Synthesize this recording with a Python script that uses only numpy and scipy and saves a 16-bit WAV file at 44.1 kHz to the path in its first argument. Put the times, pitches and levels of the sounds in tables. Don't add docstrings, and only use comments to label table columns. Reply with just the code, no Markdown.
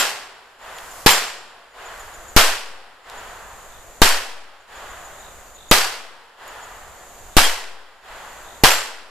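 import sys
import numpy as np
from scipy import signal
from scipy.fft import rfft, irfft, next_fast_len
from scipy.io import wavfile
from scipy.ndimage import uniform_filter1d

SR = 44100
rng = np.random.default_rng(int(sys.argv[2]) if len(sys.argv) > 2 else 0)


def unload_audio(sound):
    columns = np.transpose(np.atleast_2d(sound))
    steps = np.round(np.clip(columns, -1, 1) * 32767)
    wavfile.write(sys.argv[1], SR, steps.astype(np.int16))


N = 401307
LEAD_SAMPLES = SR // 10


def amp(db):
    return 10 ** (np.asarray(db) / 20)


def unit_rms(x):
    return x / np.sqrt(np.mean(x ** 2) + 1e-20)


def over_frequency(points, hz):
    point_hz, value = np.transpose(points)
    return np.interp(np.log(hz + 1), np.log(point_hz + 1), value)


def over_time(points, size):
    return np.interp((np.arange(size) - LEAD_SAMPLES) / SR, *np.transpose(points))


def add(mix, at_s, sound):
    part = mix[..., round(at_s * SR) + LEAD_SAMPLES:][..., :sound.shape[-1]]
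    part += sound[..., :part.shape[-1]]


def wobble(size, cutoff_hz):
    lowpass = signal.butter(2, cutoff_hz, fs=SR, output="sos")
    return unit_rms(signal.sosfilt(lowpass, rng.standard_normal(size)))


# (frequency [Hz], left-right correlation [0..1])
COHERENCE = [(60, 0.19), (180, 0.61), (530, 0.97), (1600, 0.74), (4770, 0.26), (14200, 0.13)]
def stereo_spectra(size):
    hz = np.fft.rfftfreq(size, 1 / SR)
    left, other = rfft(rng.standard_normal((2, size)))
    shared = np.clip(over_frequency(COHERENCE, hz), 0, 1)
    return hz, np.array([left, shared * left + np.sqrt(1 - shared ** 2) * other])


# (frequency [Hz], relative density [dB])
HUSH_SPECTRUM = [(94, -17.5), (160, -7), (257, -10), (726, 1), (798, -4), (2780, -13.5), (3620, -14.5),
                 (5490, -19.5), (7030, -5), (8650, -17.5), (13600, -18), (14700, -11)]
def hush(size, level_db=-43):
    hz, noise = stereo_spectra(size)
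    swell_db = .7 * wobble(size, 1.5)
    colour = amp(over_frequency(HUSH_SPECTRUM, hz))
    return amp(level_db + swell_db) * unit_rms(irfft(noise * colour, size))


# (centre [Hz], width [Hz], level [dB], throb cutoff [Hz])
CHORUS_BANDS = [(4500, 59, -73, 5)]
def insect_chorus(size):
    hz, noise = stereo_spectra(size)
    out = np.zeros((2, size))
    for centre_hz, width_hz, db, throb_hz in CHORUS_BANDS:
        band = irfft(noise / (1 + (2 * (hz - centre_hz) / width_hz) ** 4), size)
        out += amp(db + 5.4 * wobble(size, throb_hz)) * unit_rms(band)
    return out


# (time [s], level [dB])
RUSTLE_LEVELS = [(0, -66), (.65, -52), (1, -42), (1.7, -69.5), (2, -49), (2.3, -59), (3.2, -62), (4, -62),
                 (5, -89), (6.5, -59), (8, -64), (9.1, -65)]
def leaves(size, low_hz=3690, high_hz=9000):
    hz, noise = stereo_spectra(size)
    colour = (1 - 1 / (1 + (hz / low_hz) ** 4)) / (1 + hz / high_hz)
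    return amp(over_time(RUSTLE_LEVELS, size)) * unit_rms(irfft(noise * colour, size))


# (time [s], level [dB])
WIND_LEVELS = [(0, -52.5), (2.3, -48.5), (3.95, -49), (5.2, -49), (6.5, -52), (7.3, -48), (8.6, -50),
               (9.1, -48)]
def wind(size):
    hz = np.fft.rfftfreq(size, 1 / SR)
    shared, left, right = rfft(rng.standard_normal((3, size)))
    noise = np.array([shared + .46 * left, shared + .48 * right])
    colour = hz / (hz + 3) / (1 + hz / 16) / (1 + (hz / 115) ** 6)
    level_db = over_time(WIND_LEVELS, size) + 1.2 * wobble(size, 3)
    return amp(level_db) * unit_rms(irfft(noise * colour, size))


# (time [s], length [s], level [dB], centre [Hz])
WING_BUZZES = [(3.682, 0.16, -57, 3630), (4.862, .1, -58, 3600), (5.162, 0.18, -54, 3680),
               (5.544, 0.18, -52.5, 3650), (7.317, 0.084, -57, 3600), (8.423, 0.17, -53, 3630)]
def insect_buzzes(size, stroke_hz=50):
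    out = np.zeros((2, size))
    for at_s, length_s, db, hz in WING_BUZZES:
        t = np.arange(round(length_s * SR)) / SR
        band = signal.butter(2, [hz - 220, hz + 220], "band", fs=SR)
        rasp = unit_rms(signal.lfilter(*band, rng.standard_normal((2, len(t)))))
        strokes = 1 + .59 * np.sin(2 * np.pi * stroke_hz * t)
        add(out, at_s, amp(db) * rasp * strokes * np.sqrt(np.sin(np.pi * t / length_s)))
    return out


# (first chip [s], last chip [s], first level [dB], last level [dB], pitch [Hz])
CHIP_RUNS = [(.616, .909, -43, -40, 7040), (1.713, 2.284, -43, -39, 6980), (3.033, 3.178, -46, -41, 7040),
             (4.605, 5.198, -44, -41, 6950), (5.547, 5.69, -42, -38, 6880), (6.48, 6.629, -42, -41, 6900)]
def bird(size, chip_s=.026, spacing_s=.145):
    out, progress = np.zeros(size), np.linspace(0, 1, round(chip_s * SR))
    for first_s, last_s, first_db, last_db, hz in CHIP_RUNS:
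        pitch_hz = hz * (1.02 - .26 * (progress - .45) ** 2)
        chip = np.sin(2 * np.pi * np.cumsum(pitch_hz) / SR) * np.sqrt(np.sin(np.pi * progress))
        count = round((last_s - first_s) / spacing_s) + 1
        for at_s, db in np.linspace((first_s, first_db), (last_s, last_db), count):
            add(out, at_s - .004, amp(db) * chip)
    return out * amp([[.6], [-.6]])


# (time [s], level [dB], centre [Hz], decay [s])
CASE_LANDINGS = [(.7845, -29, 3000, .003), (1.995, -47, 12000, .02), (3.098, -29.5, 4300, .003),
                 (6.478, -36, 11000, .003)]
def case_landings(size):
    out, t = np.zeros(size), np.arange(3000) / SR
    for at_s, db, hz, decay_s in CASE_LANDINGS:
        band = signal.butter(1, [hz / 1.45, hz * 1.45], "band", fs=SR)
        rustle = unit_rms(signal.lfilter(*band, rng.standard_normal(len(t))))
        add(out, at_s, amp(db) * rustle * np.exp(-t / decay_s))
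    return out


# (frequency [Hz], t60 [s], relative level [dB])
CASE_MODES = [(3222, .25, 1.5), (4560, .7, 0), (7352, .68, 1.5), (11600, .2, 2), (12330, .14, 2),
              (13450, .14, -7)]
# (time [s], first mode set [dB], second mode set [dB], favoured pitch [Hz], faces listener after [s])
CASE_KNOCKS = [(0, -20.5, -60, 4600, 0), (1.108, -15.5, -33, 6500, 0), (2.412, -23.5, -40, 3700, 0),
               (4.091, -35.5, -33, 5000, .02), (5.786, -52, -30, 5200, .09),
               (7.444, -22.5, -33, 3000, 0.005), (8.706, -23.5, -36, 13500, 0.063)]
def case_ring(size, second_set_hz=(4560, 11600), swing_s=.035, falloff_db_per_octave=8):
    out, t = np.zeros(size), np.arange(SR // 2) / SR
    for at_s, first_db, second_db, favoured_hz, faces_s in CASE_KNOCKS:
        facing = .22 + 1.2 * np.exp(-((t - faces_s) / (swing_s + faces_s)) ** 2)
        for hz, t60_s, mode_db in CASE_MODES:
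            db = mode_db + (second_db if hz in second_set_hz else first_db)
            db -= falloff_db_per_octave * abs(np.log2(hz / favoured_hz))
            ring = amp(db - 60 * t / t60_s) * np.sin(2 * np.pi * hz * t)
            tumble = 1 + .45 * np.sin(2 * np.pi * (rng.uniform(8, 30) * t + rng.random()))
            add(out, at_s, ring * facing * tumble)
    return out


# (time [s], level [dB], pitch [Hz])
METAL_SNAPS = [(1.1082, -2, 3000), (2.4115, -3, 3400), (4.0915, -8, 9500), (5.7848, -4, 4800),
               (7.4438, -9, 9500), (8.7072, -6, 2600)]
def metal_snaps(size, decay_s=.0008):
    out, t = np.zeros((2, size)), np.arange(600) / SR
    for at_s, db, hz in METAL_SNAPS:
        burst = np.sin(2 * np.pi * hz * t) + .55 * rng.standard_normal((2, len(t)))
        add(out, at_s, amp(db) * burst * np.exp(-t / decay_s))
    return out


# (frequency [Hz], level [dB])
SURFACE_TONES = [(615, -24), (920, -20), (1209, -22), (1390, -23), (1526, -24), (1811, -22), (2283, -23),
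                 (2547, -24), (3892, -21)]
def surface_ring(size, t60_s=.12):
    out, t = np.zeros(size), np.arange(SR // 4) / SR
    fade_db = 60 * t / t60_s
    ring = sum(amp(db - fade_db) * np.sin(2 * np.pi * (hz * t + rng.random()))
               for hz, db in SURFACE_TONES)
    for at_s, charge_db, *_ in GUNSHOTS:
        add(out, at_s + .003, amp(charge_db) * ring)
    return out


# (band [Hz], ground [dB], near trees [dB], near t60 [s], far slopes [dB], far t60 [s])
SCATTER_BANDS = [(89.8, -24, -31.5, 0.22, -55, 1.7), (171, -29.5, -35.5, 0.18, -65.5, 0.95),
                 (365, -27, -28, 0.41, -46, 1.7), (623, -15, -23.5, 0.64, -43.5, 2.64),
                 (1230, -11, -15.5, 0.56, -41.5, 3.23), (2137, -32, -16, 0.6, -43, 2.32),
                 (3600, -8.5, -16, 0.57, -40, 1.93), (6060, -28.5, -16.5, 0.56, -51.5, 0.88),
                 (9440, -37.5, -20, 0.5, -54.5, 2.4), (13500, -24.5, -15, 0.41, -59.5, 1)]
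def wood_scatter(size, ground_t60_s=.11):
    hz, noise = stereo_spectra(size)
    shot_power = np.zeros(size)
    for at_s, charge_db, *_ in GUNSHOTS:
        add(shot_power, at_s + .0016, amp([charge_db]) ** 2)

    def tail_power(db, t60_s):
        return amp(db) ** 2 * signal.lfilter([1], [1, -amp(-120 / (t60_s * SR))], shot_power)

    lumps = amp(2.1 * wobble(size, 150))
    log_centres = np.log([row[0] for row in SCATTER_BANDS])
    bass_cut = np.clip(hz / 60, 0, 1) ** 2
    out = np.zeros((2, size))
    for k, (_, ground_db, near_db, near_t60_s, far_db, far_t60_s) in enumerate(SCATTER_BANDS):
        share = np.interp(np.log(hz + 1), log_centres, np.arange(len(log_centres)) == k)
        band = unit_rms(irfft(noise * np.sqrt(share * bass_cut), size))
        close_power = tail_power(ground_db, ground_t60_s) + tail_power(near_db, near_t60_s)
        out += band * np.sqrt(close_power * lumps + tail_power(far_db, far_t60_s))
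    return out


def microphone_push(size, settle_per_s=15.8, rise_s=.0018):
    out, t = np.zeros((2, size)), np.arange(SR) / SR
    age = settle_per_s * t
    swing = -(1 - 2 * age + age ** 2 / 2) * np.exp(-age) * (1 - np.exp(-t / rise_s))
    for at_s, _, left_db, right_db in GUNSHOTS:
        add(out, at_s, amp([[left_db], [right_db]]) * swing)
    return out


# (delay [s], relative level [dB])
REFLECTIONS = [(.0025, -20), (.0036, -16.5), (.0049, -24.5), (.0062, -22), (.009, -28)]
# (time [s], charge [dB], microphone push left [dB], microphone push right [dB])
GUNSHOTS = [(-.075, -1, -24, -52), (1.0619, -0.5, -11.5, -16), (2.3639, -0.5, -1.5, -3.5),
            (4.0178, -1.5, -0.5, -3), (5.7127, -1.5, -6.5, -12), (7.3676, -2, 0, -3),
            (8.6365, -1, -6, -9.5)]
def blasts(size, gain_db=19, overpressure_s=.0006):
    out, age = np.zeros((2, size)), np.arange(400) / SR / overpressure_s
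    stereo_mix = np.array([[1, .4], [1, -.7]])
    for at_s, charge_db, *_ in GUNSHOTS:
        for delay_s, path_db in [(0, .0055)] + REFLECTIONS:
            turbulence = .87 * np.exp(-age / 1.46) * (stereo_mix @ rng.standard_normal((2, len(age))))
            pulse = (1 - age + turbulence) * np.exp(-age)
            add(out, at_s + delay_s, amp(charge_db + path_db + gain_db) * pulse)
    return out


DUCK_DB = 17
def scene():
    size = next_fast_len(N + LEAD_SAMPLES)
    gun = blasts(size) + microphone_push(size) + wood_scatter(size) + surface_ring(size)
    gun += metal_snaps(size) + case_ring(size)
    foreground = amp(DUCK_DB) * gun + case_landings(size)
    background = bird(size) + insect_buzzes(size) + hush(size) + insect_chorus(size)
    return foreground + background + leaves(size) + wind(size)


def record(dry, threshold_db=-2, hold_s=.535, release_s=.059, ceiling=.94, cutoff_hz=14250):
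    sidechain = signal.sosfilt(signal.butter(1, 200, "high", fs=SR, output="sos"), dry)
    power = uniform_filter1d((sidechain ** 2).mean(0), 800, origin=399)
    loud = 10 * np.log10(abs(power) + 1e-12) > threshold_db
    t = np.arange(dry.shape[1]) / SR
    quiet_for_s = t - np.maximum.accumulate(np.where(loud, t, -9))
    duck_db = DUCK_DB * np.exp(-np.maximum(quiet_for_s - hold_s, 0) / release_s)
    clipped = np.clip(dry / amp(duck_db), -ceiling, ceiling)[:, LEAD_SAMPLES:LEAD_SAMPLES + N]
    lowpass = signal.firwin(511, cutoff_hz, window=("kaiser", 9), fs=SR)
    return signal.oaconvolve(clipped, lowpass[None], "same")


dry = scene()
out = record(dry)
unload_audio(out)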